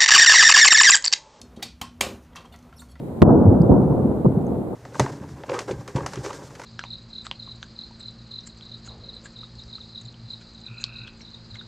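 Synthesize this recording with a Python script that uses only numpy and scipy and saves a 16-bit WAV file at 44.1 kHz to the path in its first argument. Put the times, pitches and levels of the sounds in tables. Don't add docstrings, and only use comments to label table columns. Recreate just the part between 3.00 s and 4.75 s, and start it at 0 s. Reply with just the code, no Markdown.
import sys
import numpy as np
from scipy import signal
from scipy.fft import rfft, irfft
from scipy.io import wavfile
from scipy.ndimage import uniform_filter1d, minimum_filter1d, map_coordinates

SR = 44100
rng = np.random.default_rng(int(sys.argv[2]) if len(sys.argv) > 2 else 0)


def pcm_store(signal):
    levels = np.round(np.clip(np.atleast_2d(signal), -1, 1) * 32767)
    wavfile.write(sys.argv[1], SR, levels.astype(np.int16).T)


def voltage_ratio(decibels):
    exponent = np.asarray(decibels, float) / 20
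    return 10 ** exponent


N = 77175
T = np.arange(N) / SR

# f/Hz, level/dB
HISS_SPECTRUM = [(900, -4), (1900, 4), (2800, -4.5), (3860, -4), (5600, -13.5), (7400, -7), (12900, -6),
                 (15900, -17)]
HISS_DB = -59
DUCK_DB, DUCK_BACK_S = -13, .1

# t/s, peak level/dB, f/Hz, t60/s, left over right/dB
TICKS = [
    (0.619, -34.5, 4850, 0.0048, 12),
    (.6175, -38.5, 8200, .003, 0.5),
    (.6175, -49.5, 6720, 0.01, -3),
    (.6175, -64, 3090, 0.0065, -16.5),
    (1.4668, -46, 6450, .018, 6),
    (1.4668, -56, 8800, .02, .5),
]

# t/s, level/dB, brightness/dB
ROLL_COURSE = [(0, -32.5, 1), (.15, -30.5, 2.5), (.212, -26, -2), (.236, -14.5, 3.5), (.33, -11, 0),
               (.43, -15, 1.5), (.56, -13, 1.5), (.59, -18, 3.5), (.693, -16, -0.5), (.701, -11, -2),
               (.85, -19.5, -0.5), (1.0, -19.5, -0.5), (1.1, -20, 0.0), (1.21, -25, 1), (1.3, -22.5, -2),
               (1.35, -22, 0.5), (1.43, -23.5, -1), (1.75, -29.5, 3)]
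# f/Hz, level/dB
TOWN_COLOUR = [(15, -50), (30, -14), (92, -4), (220, -1), (489, -9.5), (900, -21.5), (1500, -40),
               (2200, -71.5), (3200, -84.5)]
# f/Hz, level/dB
ROLL_WIDTH = [(30, -8.5), (90, -12), (180, -11), (380, -8), (700, -7), (1300, -4), (2400, -2)]
ECHOES_PER_S, SPREAD_DB, WASH_SHARE, PATCHY_DB = 1200, 2.2, .8, 1.8

# t/s, peak level/dB, f/Hz, length/cycles, left lag/ms
FAR_PUSHES = [(.2770, 2, 254, 0.55, 0.29), (.2980, -17, 201, 1.06, -1.55), (.3190, -12, 228.7, 1.74, 0.094),
              (.3450, -3, 235, 0.96, 0.0), (.4100, -10, 236, 4.6, 0.046), (.4530, -5.5, 217, 1.6, 0.47),
              (.4600, -2.5, 99.7, 4.5, 0.14), (.5980, -3.5, 166.4, 3.53, -0.17),
              (.7000, -4.5, 450, 2.07, -0.58), (.7040, 1, 173.5, 1.45, 0.32), (.7405, -4, 202, 0.87, 0.38),
              (.7700, -17, 181, 5, 0.0), (.8950, -12.5, 184, 3.4, -0.5), (1.0450, -10.5, 219, 4.2, -0.22),
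              (1.0700, -19, 73.6, 2.7, 0.0), (1.2460, -4.5, 308, 0.71, 0.72), (1.2495, -5, 202, 0.98, 0.76),
              (1.2510, -19, 850, 4.3, 0.16), (1.2560, -6, 370, 1.3, -0.23), (1.2590, -16.5, 1060, 4.6, .3),
              (1.2635, -3.5, 160, 2.5, -0.13), (1.3680, -8.5, 174, 2.6, 0.0), (1.4050, -21, 152, 5, 0.15),
              (1.3600, -19.5, 373.5, 10, -0.069)]
# t/s, peak level/dB, f/Hz, length/cycles, left lag/ms
FAR_SUCKS = [
    (1.2625, -7.5, 305, 1, 0.014),
    (1.2827, -9.5, 234, 0.77, 0.004),
]
# t/s, peak level/dB, f/Hz, length/cycles, left lag/ms
SECOND_SHOCK = [
    (.6957, .5, 380, 1.0, .2),
]
SECOND_PAN_DB, SECOND_EDGE_DB = -3, -33

# t/s, peak level/dB, f/Hz, length/cycles, left lag/ms
NEAR_PUSHES = [
    (.2243, 7.5, 300, 1.0, .9),
    (.2276, .5, 250, .75, 3.2),
    (.2324, -3, 160, 1.0, 0.0),
]
# t/s, peak level/dB, f/Hz,
# length/cycles, left lag/ms
NEAR_SUCKS = [
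    (.2160, -7, 170, .75, 0.0),
    (.2235, 3, 420, .6, .2),
    (.2255, -6, 200, .6, 1.8),
]

SHOCK_S, SHOCK_DB, PUSH_MS, SHARP_DB = .2200, 8.5, 1.8, -24
FRONT_HZ = (900, 1300)
FIZZ_DB, FIZZ_T60_S, FIZZ_HZ = -36, .045, 6470
AIR_CUT_HZ, NEAR_CUT_HZ, MIC_CUT_HZ = 1300, 1500, 48
HOLD_LEVEL, HOLD_S = .95, .008
TOP, KNEE, CUTOFF_HZ = .995, 40, 16100


def coloured(x, *spectra):
    log_hz = np.log(np.maximum(np.fft.rfftfreq(N, 1 / SR), 1))
    level_db = 0
    for spectrum in spectra:
        hz, db = np.transpose(spectrum)
        level_db = level_db + np.interp(log_hz, np.log(hz), db)
    return irfft(rfft(x) * voltage_ratio(level_db), N)


def low(x, hz, order):
    return signal.sosfilt(signal.butter(order, hz, fs=SR, output="sos"), x)


def high(x, hz, order):
    return signal.sosfilt(signal.butter(order, hz, "high", fs=SR, output="sos"), x)


def smooth_split(x, hz):
    return signal.sosfiltfilt(signal.butter(2, hz, fs=SR, output="sos"), x)


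def drift(rate_hz):
    knots = rng.standard_normal(200)
    return map_coordinates(knots, [T * rate_hz], order=3)


def panned(db):
    return voltage_ratio(np.array([[db / 2], [-db / 2]]))


def hiss():
    noise = coloured(rng.standard_normal((2, N)), HISS_SPECTRUM)
    age = T - SHOCK_S
    duck_db = DUCK_DB * (age > 0) * np.exp(-np.maximum(age, 0) / DUCK_BACK_S)
    return voltage_ratio(HISS_DB + duck_db) * noise / noise.std()


def ticks():
    out = np.zeros((2, N))
    for s, db, hz, t60, pan_db in TICKS:
        age = np.maximum(T - s, 0)
        onset = np.minimum(age / .0006, 1)
        ring = np.sin(2 * np.pi * hz * age) * voltage_ratio(db - 60 * age / t60) * onset
        out += ring * panned(pan_db)
    return out


def roll():
    s, level_db, bright_db = np.transpose(ROLL_COURSE)
    level_db = np.interp(T, s, level_db)
    bright_db = np.interp(T, s, bright_db)
    sizes = voltage_ratio(SPREAD_DB * np.minimum(rng.exponential(1, (2, N)), 4))
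    signs = rng.choice([-1, 1], (2, N))
    echoes = sizes * signs * (rng.random((2, N)) < ECHOES_PER_S / SR)
    mix = echoes / echoes.std() + WASH_SHARE * rng.standard_normal((2, N))
    mid = coloured(mix[0], TOWN_COLOUR)
    side = coloured(mix[1], TOWN_COLOUR, ROLL_WIDTH)
    both = (mid + side * [[1], [-1]]) / mid.std()
    below_130 = smooth_split(both, 130.0)
    below_450 = smooth_split(both, 450.0)
    bass = below_130 * voltage_ratio(PATCHY_DB * drift(6.9) - bright_db)
    middle = (below_450 - below_130) * voltage_ratio(PATCHY_DB * drift(9.5))
    treble = (both - below_450) * voltage_ratio(PATCHY_DB * drift(20.57) + bright_db)
    return voltage_ratio(level_db) * (bass + middle + treble)


def thuds(rows, pan_db=0):
    out = np.zeros((2, N))
    for s, db, hz, cycles, lag_ms in rows:
        arrival = s + np.array([[lag_ms / 1000], [0]])
        turns = (T - arrival) * hz
        swell = np.sin(np.pi * np.clip(turns / cycles, 0, 1)) ** .8
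        out += voltage_ratio(db) * swell * np.sin(2 * np.pi * turns)
    return out * panned(pan_db)


def far_echoes():
    far_thuds = low(thuds(FAR_PUSHES) - thuds(FAR_SUCKS), AIR_CUT_HZ, order=6)
    return high(far_thuds + roll(), MIC_CUT_HZ, order=3)


def blast(s, db):
    u = np.maximum(T - s, 0) * 1000 / PUSH_MS
    return voltage_ratio(db) * (u > 0) * (1 - u) * np.exp(-u)


def second_shock():
    edge = low(blast(SECOND_SHOCK[0][0] + 0.0012, SECOND_EDGE_DB), 5000.0, order=1)
    edge = edge * voltage_ratio(np.array([[SECOND_PAN_DB], [0]]))
    return low(thuds(SECOND_SHOCK, SECOND_PAN_DB), AIR_CUT_HZ, order=6) + edge


def held(x):
    size = int(HOLD_S * SR)
    peak = abs(x).max(axis=0)
    gain = minimum_filter1d(HOLD_LEVEL / np.maximum(peak, HOLD_LEVEL), size=2 * size)
    gain = uniform_filter1d(uniform_filter1d(gain, size=size), size=size)
    return x * gain


def near_walls():
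    return low(thuds(NEAR_PUSHES) - thuds(NEAR_SUCKS), NEAR_CUT_HZ, order=3)


def shock():
    wave = blast(SHOCK_S, SHOCK_DB)
    front = np.array([low(wave, hz, order=2) for hz in FRONT_HZ])
    edge = blast(SHOCK_S + .00015, SHOCK_DB + SHARP_DB)
    age = T - SHOCK_S
    fizz = high(rng.standard_normal((2, N)), FIZZ_HZ, order=2)
    fizz = fizz * (age > 0) * voltage_ratio(FIZZ_DB - 60 * np.maximum(age, 0) / FIZZ_T60_S)
    return front + edge + fizz


def scene():
    steady = held(far_echoes() + second_shock()) + ticks() + hiss()
    return steady + near_walls() + shock()


def roll_off(x):
    return signal.sosfilt(signal.butter(12, 15900, fs=SR, output="sos"), x)


def record(dry):
    clipped = dry / (1 + abs(dry / TOP) ** KNEE) ** (1 / KNEE)
    mix = signal.sosfilt(signal.cheby2(22, 50, CUTOFF_HZ, fs=SR, output="sos"), clipped)
    return roll_off(mix)


dry = scene()
out = record(dry)
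pcm_store(out)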